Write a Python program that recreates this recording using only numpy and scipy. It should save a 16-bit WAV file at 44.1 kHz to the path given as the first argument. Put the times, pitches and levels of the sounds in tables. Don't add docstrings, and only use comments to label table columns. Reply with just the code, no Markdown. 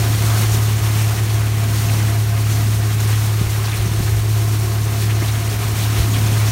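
import sys
import numpy as np
from scipy import signal
from scipy.fft import rfft, irfft, next_fast_len
from scipy.io import wavfile

SR = 44100
rng = np.random.default_rng(int(sys.argv[2]) if len(sys.argv) > 2 else 0)


def generate_wav(sig):
    pcm = np.round(np.clip(np.atleast_2d(sig).T, -1, 1) * 32767).astype(np.int16)
    wavfile.write(sys.argv[1], SR, pcm)


N = 287091

# time in seconds, relative level in dB, depth of its throb from 0 to 1.
FAN_WHINE = [(0, -37, .85), (.7, -44.5, .9), (1.8, -38, .7), (2.6, -39, .65), (3.1, -50, 0.2),
             (4.2, -41, 0.34), (5.4, -39.5, 0.4), (6.5, -41, 0.3)]


def impeller(angle, blades=3):
    # time in seconds, relative level in dB.
    drone = [(0.0, -16), (0.25, -14.5), (1.63, -17), (1.72, -16), (3.24, -16), (3.66, -19), (4.42, -15.5),
             (4.86, -18.5), (5.15, -16.5), (5.51, -19), (6.44, -15), (6.51, -16.5)]
    # middle in seconds, drop in dB.
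    chokes = [(.18, 5), (.8, 6), (1.16, 6), (1.27, 3), (1.82, 2), (2.25, 2.5), (3.46, 3), (3.77, 4),
              (3.89, 3.5), (4.08, 1), (5.54, 2.5), (5.75, 3)]
    sag_db = sum(drop * swell(s, length=0.07) for s, drop in chokes)
    tone = rotor_tones(angle, [(blades, 0)], waver_db=0.62, wobble=0.065, rate=10.6)
    return from_db(in_time(drone)[0] - sag_db + 0.1) * tone


def engine(angle):
    # multiple of the shaft's speed, level in dB.
    tones = [(1, -51), (1.5, -44.5), (2, -30.5), (3.5, -43.5), (4, -37), (4.5, -43.5), (5, -47.5),
             (5.5, -48.5), (6, -45.5), (9, -44.5), (19, -57.5), (20, -54.5), (30, -52)]
    return rotor_tones(angle, tones, waver_db=0.6, wobble=0.24, rate=3.9)


def cooling_fan(fan_angle, blades=5):
    tone = rotor_tones(fan_angle, [(blades, 0)], waver_db=1.5, wobble=0.42, rate=31)
    return from_db(in_time(FAN_WHINE)[0] - 2.9) * tone


def fan_throb(first_crest_s=0.038):
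    # time in seconds, throbs per second.
    pace = [(0, 3.6), (.7, 3.6), (2, 4.25), (3.5, 4.35), (4.5, 4.15), (5.5, 4.1), (5.8, 5.4), (6.5, 5.3)]
    depth = in_time(FAN_WHINE)[1]
    beats = np.cumsum(in_time(pace)[0]) / SR - first_crest_s * pace[0][1]
    return np.abs(1 + depth * np.exp(2j * np.pi * beats)) / np.sqrt(1 + depth ** 2)


def casing(fan_angle, throb):
    # multiple of the fan's speed, relative level in dB.
    fan_tones = [(3, -43.5), (4, -53), (7, -52.5), (8, -46.5), (9, -46)]
    # pitch in Hz, width in Hz, relative level in dB.
    rings = [(710, 68, -42), (976, 38, -45.5), (1040, 34, -47.5), (1070, 72, -50), (1250, 27, -51.5),
             (1476, 230, -45)]
    # frequency in Hz, relative level in dB.
    wash_spectrum = [(250, -17), (480, -5.5), (600, 3.5), (720, -6), (880, -20), (1070, -11), (1400, -4.5),
                     (2200, -24), (6000, -9)]
    # time in seconds, gain in dB.
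    openness = [(0, 0), (.4, 0.5), (1.2, -2), (1.6, -3.5), (2.8, -5), (4.3, -4), (4.8, -2.5), (5.4, -2.5),
                (5.8, -0.5), (6.5, -0.5)]
    tones = rotor_tones(fan_angle, fan_tones, waver_db=1.5, wobble=0.33, rate=8.9)
    ring = sum(from_db(db) * unit_level(resonance(rng.standard_normal(N), hz, width))
               for hz, width, db in rings)
    wash = from_db(-39.5) * coloured(rng.standard_normal(N), wash_spectrum)
    return from_db(in_time(openness)[0]) * (throb ** 0.65 * (tones + ring) + throb ** 0.17 * wash)


def hose_rumble():
    # middle in seconds, length in seconds, level in dB.
    gusts = [(.3, 1, -32), (3.464, 0.11, -27), (3.83, .18, -25), (4.026, 0.13, -19.5), (4.177, 0.2, -24),
             (5.65, 0.54, -32), (6.02, .12, -21), (6.25, 0.28, -27)]
    # frequency in Hz, relative level in dB.
    spectrum = [(20, -28), (33, -15), (48, 3.5), (70, 11.5), (100, 3), (140, 3), (220, -44), (400, -42)]
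    strength = from_db(-38.5) + sum(from_db(db) * swell(s, length) for s, length, db in gusts)
    return strength * turbulence(spectrum, flutter_db=1.0, rate=21)


def tube_roar():
    # time in seconds, relative level in dB.
    roar_levels = [(0, -30.5), (.85, -33.5), (1.3, -35), (1.65, -32), (2, -27.5), (2.3, -36.5), (2.55, -30),
                   (3.3, -37), (3.6, -40), (4.2, -41.5), (4.8, -34), (5.7, -32.5), (6.1, -28.5),
                   (6.5, -31.5)]
    hollow_levels = [(0, -35.5), (.8, -36), (1.4, -40), (2, -39), (3, -40), (3.9, -36), (4.6, -36.5),
                     (5.3, -37), (6.5, -36)]
    # frequency in Hz, relative level in dB.
    roar_spectrum = [(50, -26), (90, -6.5), (130, 2), (190, 2.5), (230, -2), (262, 2), (300, -4.5),
                     (450, -18.5), (1200, -32)]
    hollow_spectrum = [(200, -22), (280, -20), (322, -1.5), (355, -1), (400, -0.5), (450, -12.5),
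                       (560, -20.5), (1200, -56)]
    roar = turbulence(roar_spectrum, flutter_db=0.7, rate=12)
    hollow = turbulence(hollow_spectrum, flutter_db=1.3, rate=15)
    roar *= from_db(in_time(roar_levels)[0] - 0.5)
    hollow *= from_db(in_time(hollow_levels)[0] - 0.25)
    return roar + hollow


def nozzle():
    # time in seconds, relative levels of the rush and of the hiss in dB.
    flow = [(0, -31, -31), (.36, -30, -28), (.55, -31, -29), (.72, -33, -31.5), (.87, -30.5, -29),
            (1.35, -33.5, -33.5), (1.65, -33, -33.5), (1.73, -33, -29.5), (2.02, -30, -31.5),
            (2.2, -34.5, -32), (2.34, -33.5, -36), (2.51, -33, -31), (2.9, -33.5, -33), (3.15, -31.5, -31),
            (3.33, -34, -32), (3.77, -31.5, -33), (4.02, -33.5, -32.5), (4.4, -35, -33), (4.82, -34.5, -34),
            (5.05, -31, -30.5), (5.15, -35, -34.5), (5.27, -31, -31), (5.45, -33.5, -35), (5.84, -31, -30),
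            (6.5, -31.5, -31)]
    # frequency in Hz, relative level in dB.
    rush_spectrum = [(250, -12), (480, 1), (600, -4.5), (800, 2), (920, -2), (1080, -1), (1350, -2),
                     (2100, -1), (3000, -4), (4500, -10.5), (8000, -18.5), (16000, -28)]
    hiss_spectrum = [(1000, -24), (2500, -9), (4200, 0), (6000, 0.5), (9200, -0.5), (11500, -2.5),
                     (15500, -5)]
    rush_db, hiss_db = in_time(flow)
    eddies = from_db(0.64 * drift(15))
    rush = from_db(rush_db + 0.34) * turbulence(rush_spectrum, flutter_db=1.1, rate=29)
    hiss = from_db(hiss_db + 1.46) * turbulence(hiss_spectrum, flutter_db=1.02, rate=19)
    leaves = from_db(rush_db - 5) * leaf_patter()
    return eddies * (rush + hiss + leaves)


def leaf_patter(ticks_per_s=4000, spread_db=3, flurry_db=5):
    hits = rng.random(N) < ticks_per_s / SR
    strengths = from_db(spread_db * np.minimum(rng.exponential(1, N), 4)) * rng.choice([-1, 1], N)
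    pitches = np.geomspace(1200, 11000, 40)
    scrap_size = rng.integers(0, len(pitches), N)
    out = np.zeros(N)
    for size, hz in enumerate(pitches):
        ticks = strengths * hits * (scrap_size == size) * from_db(flurry_db * drift(13))
        out += resonance(ticks, hz, width=0.046 * hz) / np.sqrt(hz)
    return unit_level(out)


def slurps():
    # middle in seconds, length in seconds, pitch in Hz, slide in octaves, level in dB.
    wads = [(.32, .14, 1300, 0, -34.5), (0.536, 0.057, 6000, 0, -30), (1.187, 0.041, 2000, 0.053, -32.5),
            (1.897, .03, 2490, 0, -33), (1.997, 0.19, 838, 0.073, -40), (2.02, 0.057, 1900, .2, -39),
            (2.533, 0.096, 6240, -0.086, -35), (3.656, 0.055, 4700, -0.09, -32),
            (3.667, 0.27, 1055, 0, -40), (3.738, 0.036, 2365, 0.37, -27), (4.03, .025, 5000, 0, -38),
            (4.088, 0.033, 1700, 0.73, -31.5), (5.103, 0.034, 2185, 0.25, -31.5),
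            (5.221, .03, 1800, .4, -30.5), (5.29, 0.05, 3810, 0.35, -32.5), (5.828, 0.1, 3750, 0.17, -32.5),
            (5.99, .12, 3620, 0.37, -32.5), (6.155, .06, 3000, -1.15, -30), (6.483, 0.065, 5500, 0.34, -29)]
    out = np.zeros(N)
    for s, length, hz, slide, db in wads:
        position = np.linspace(-0.5, 0.5, int(length * SR))
        lowpass = signal.butter(2, 0.19 * hz, fs=SR, output="sos")
        rasp = unit_level(signal.sosfilt(lowpass, rng.standard_normal(N // 10))[:len(position)])
        tone = np.sqrt(2) * np.sin(2 * np.pi * np.cumsum(hz * 2 ** (slide * position)) / SR)
        add(out, s - length / 2, from_db(db) * np.cos(np.pi * position) * rasp * tone)
    return out


def thumps():
    # start in seconds, pitch in Hz, seconds to fade by 60 dB, level in dB.
    clumps = [(3.412, 160, 0.046, -10.5), (3.46, 48.5, .2, -25), (3.80, 42, .2, -26),
              (3.856, 180, .09, -18), (3.914, 140, .08, -16), (3.97, 66, 0.23, -20),
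              (4.004, 142, 0.057, -9), (4.101, 76.4, 0.34, -16), (4.206, 58, .15, -20),
              (5.223, 306, 0.034, -14.5), (6.005, 48, .12, -24), (6.317, 132, 0.06, -9)]
    out, t = np.zeros(N), np.arange(SR // 2) / SR
    for s, hz, ring_s, db in clumps:
        low = from_db(db - 60 * t / ring_s) * np.sin(2 * np.pi * hz * t)
        high = from_db(db - 10 - 60 * t / (0.64 * ring_s)) * np.sin(2 * np.pi * 2.14 * hz * t)
        add(out, s, low - high)
    return out


def rotor_tones(angle, tones, waver_db, wobble, rate):
    out = np.zeros(N)
    for multiple, db in tones:
        level = np.sqrt(2) * from_db(db + waver_db * drift(rate))
        out += level * np.sin(multiple * angle + wobble * drift(rate) + rng.uniform(0, 2 * np.pi))
    return out


def turbulence(spectrum, flutter_db, rate):
    return coloured(rng.standard_normal(N) * from_db(flutter_db * drift(rate)), spectrum)


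def drift(rate):
    r = np.exp(-80 * np.pi * rate / SR)
    slow = signal.lfilter([1], [1, -2 * r, r * r], rng.standard_normal(N // 40 + 2002))[2000:]
    return np.interp(np.arange(N) / 40, np.arange(len(slow)), unit_level(slow))


def coloured(x, spectrum):
    hz, db = np.transpose(spectrum)
    size = next_fast_len(N)
    bins = np.maximum(np.arange(size // 2 + 1) * SR / size, 1)
    gain = from_db(np.interp(np.log(bins), np.log(hz), db))
    return unit_level(irfft(rfft(x, size) * gain, size)[:N])


def resonance(x, hz, width):
    r = np.exp(-np.pi * width / SR)
    feedback = [1, -2 * r * np.cos(2 * np.pi * hz / SR), r * r]
    return signal.lfilter(np.array([1, 0, -1]) * (1 - r * r) / 2, feedback, x + 1e-18)


def swell(s, length):
    return np.cos(np.pi * np.clip((np.arange(N) / SR - s) / length, -0.5, 0.5)) ** 2


def in_time(rows):
    s, *columns = np.transpose(rows)
    return [np.interp(np.arange(N) / SR, s, column) for column in columns]


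def add(out, s, sound):
    at = int(np.clip(round(s * SR), 0, N - 1))
    out[at:at + len(sound)] += sound[:N - at]


def from_db(db):
    return 10 ** (np.asarray(db) / 20)


def unit_level(x):
    return x / np.sqrt(np.mean(x ** 2) + 1e-20)


def scene():
    # time in seconds, turns per second.
    shaft_speed = [(0, 36.1), (.8, 36.0), (2, 35.87), (3.2, 35.72), (4.4, 35.78), (5.6, 35.9), (6.5, 35.85)]
    angle = 2 * np.pi * np.cumsum(in_time(shaft_speed)[0]) / SR
    fan_angle = 3.82 * angle
    throb = fan_throb()
    machine = engine(angle) + throb * cooling_fan(fan_angle) + casing(fan_angle, throb) + impeller(angle)
    suction = hose_rumble() + tube_roar() + nozzle() + slurps() + thumps()
    return np.tile(machine + suction, (2, 1))


def record(dry, cutoff_hz=15750):
    # frequency in Hz, width in Hz, depth from 0 to 1.
    dips = [(4900, 250, 0.5), (7700, 900, 0.29), (10420, 800, 0.5)]
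    for hz, width, depth in dips:
        dry = dry - depth * resonance(dry, hz, width)
    return signal.sosfilt(signal.ellip(12, 0.1, 80, cutoff_hz, fs=SR, output="sos"), dry)


dry = scene()
out = record(dry)
generate_wav(out)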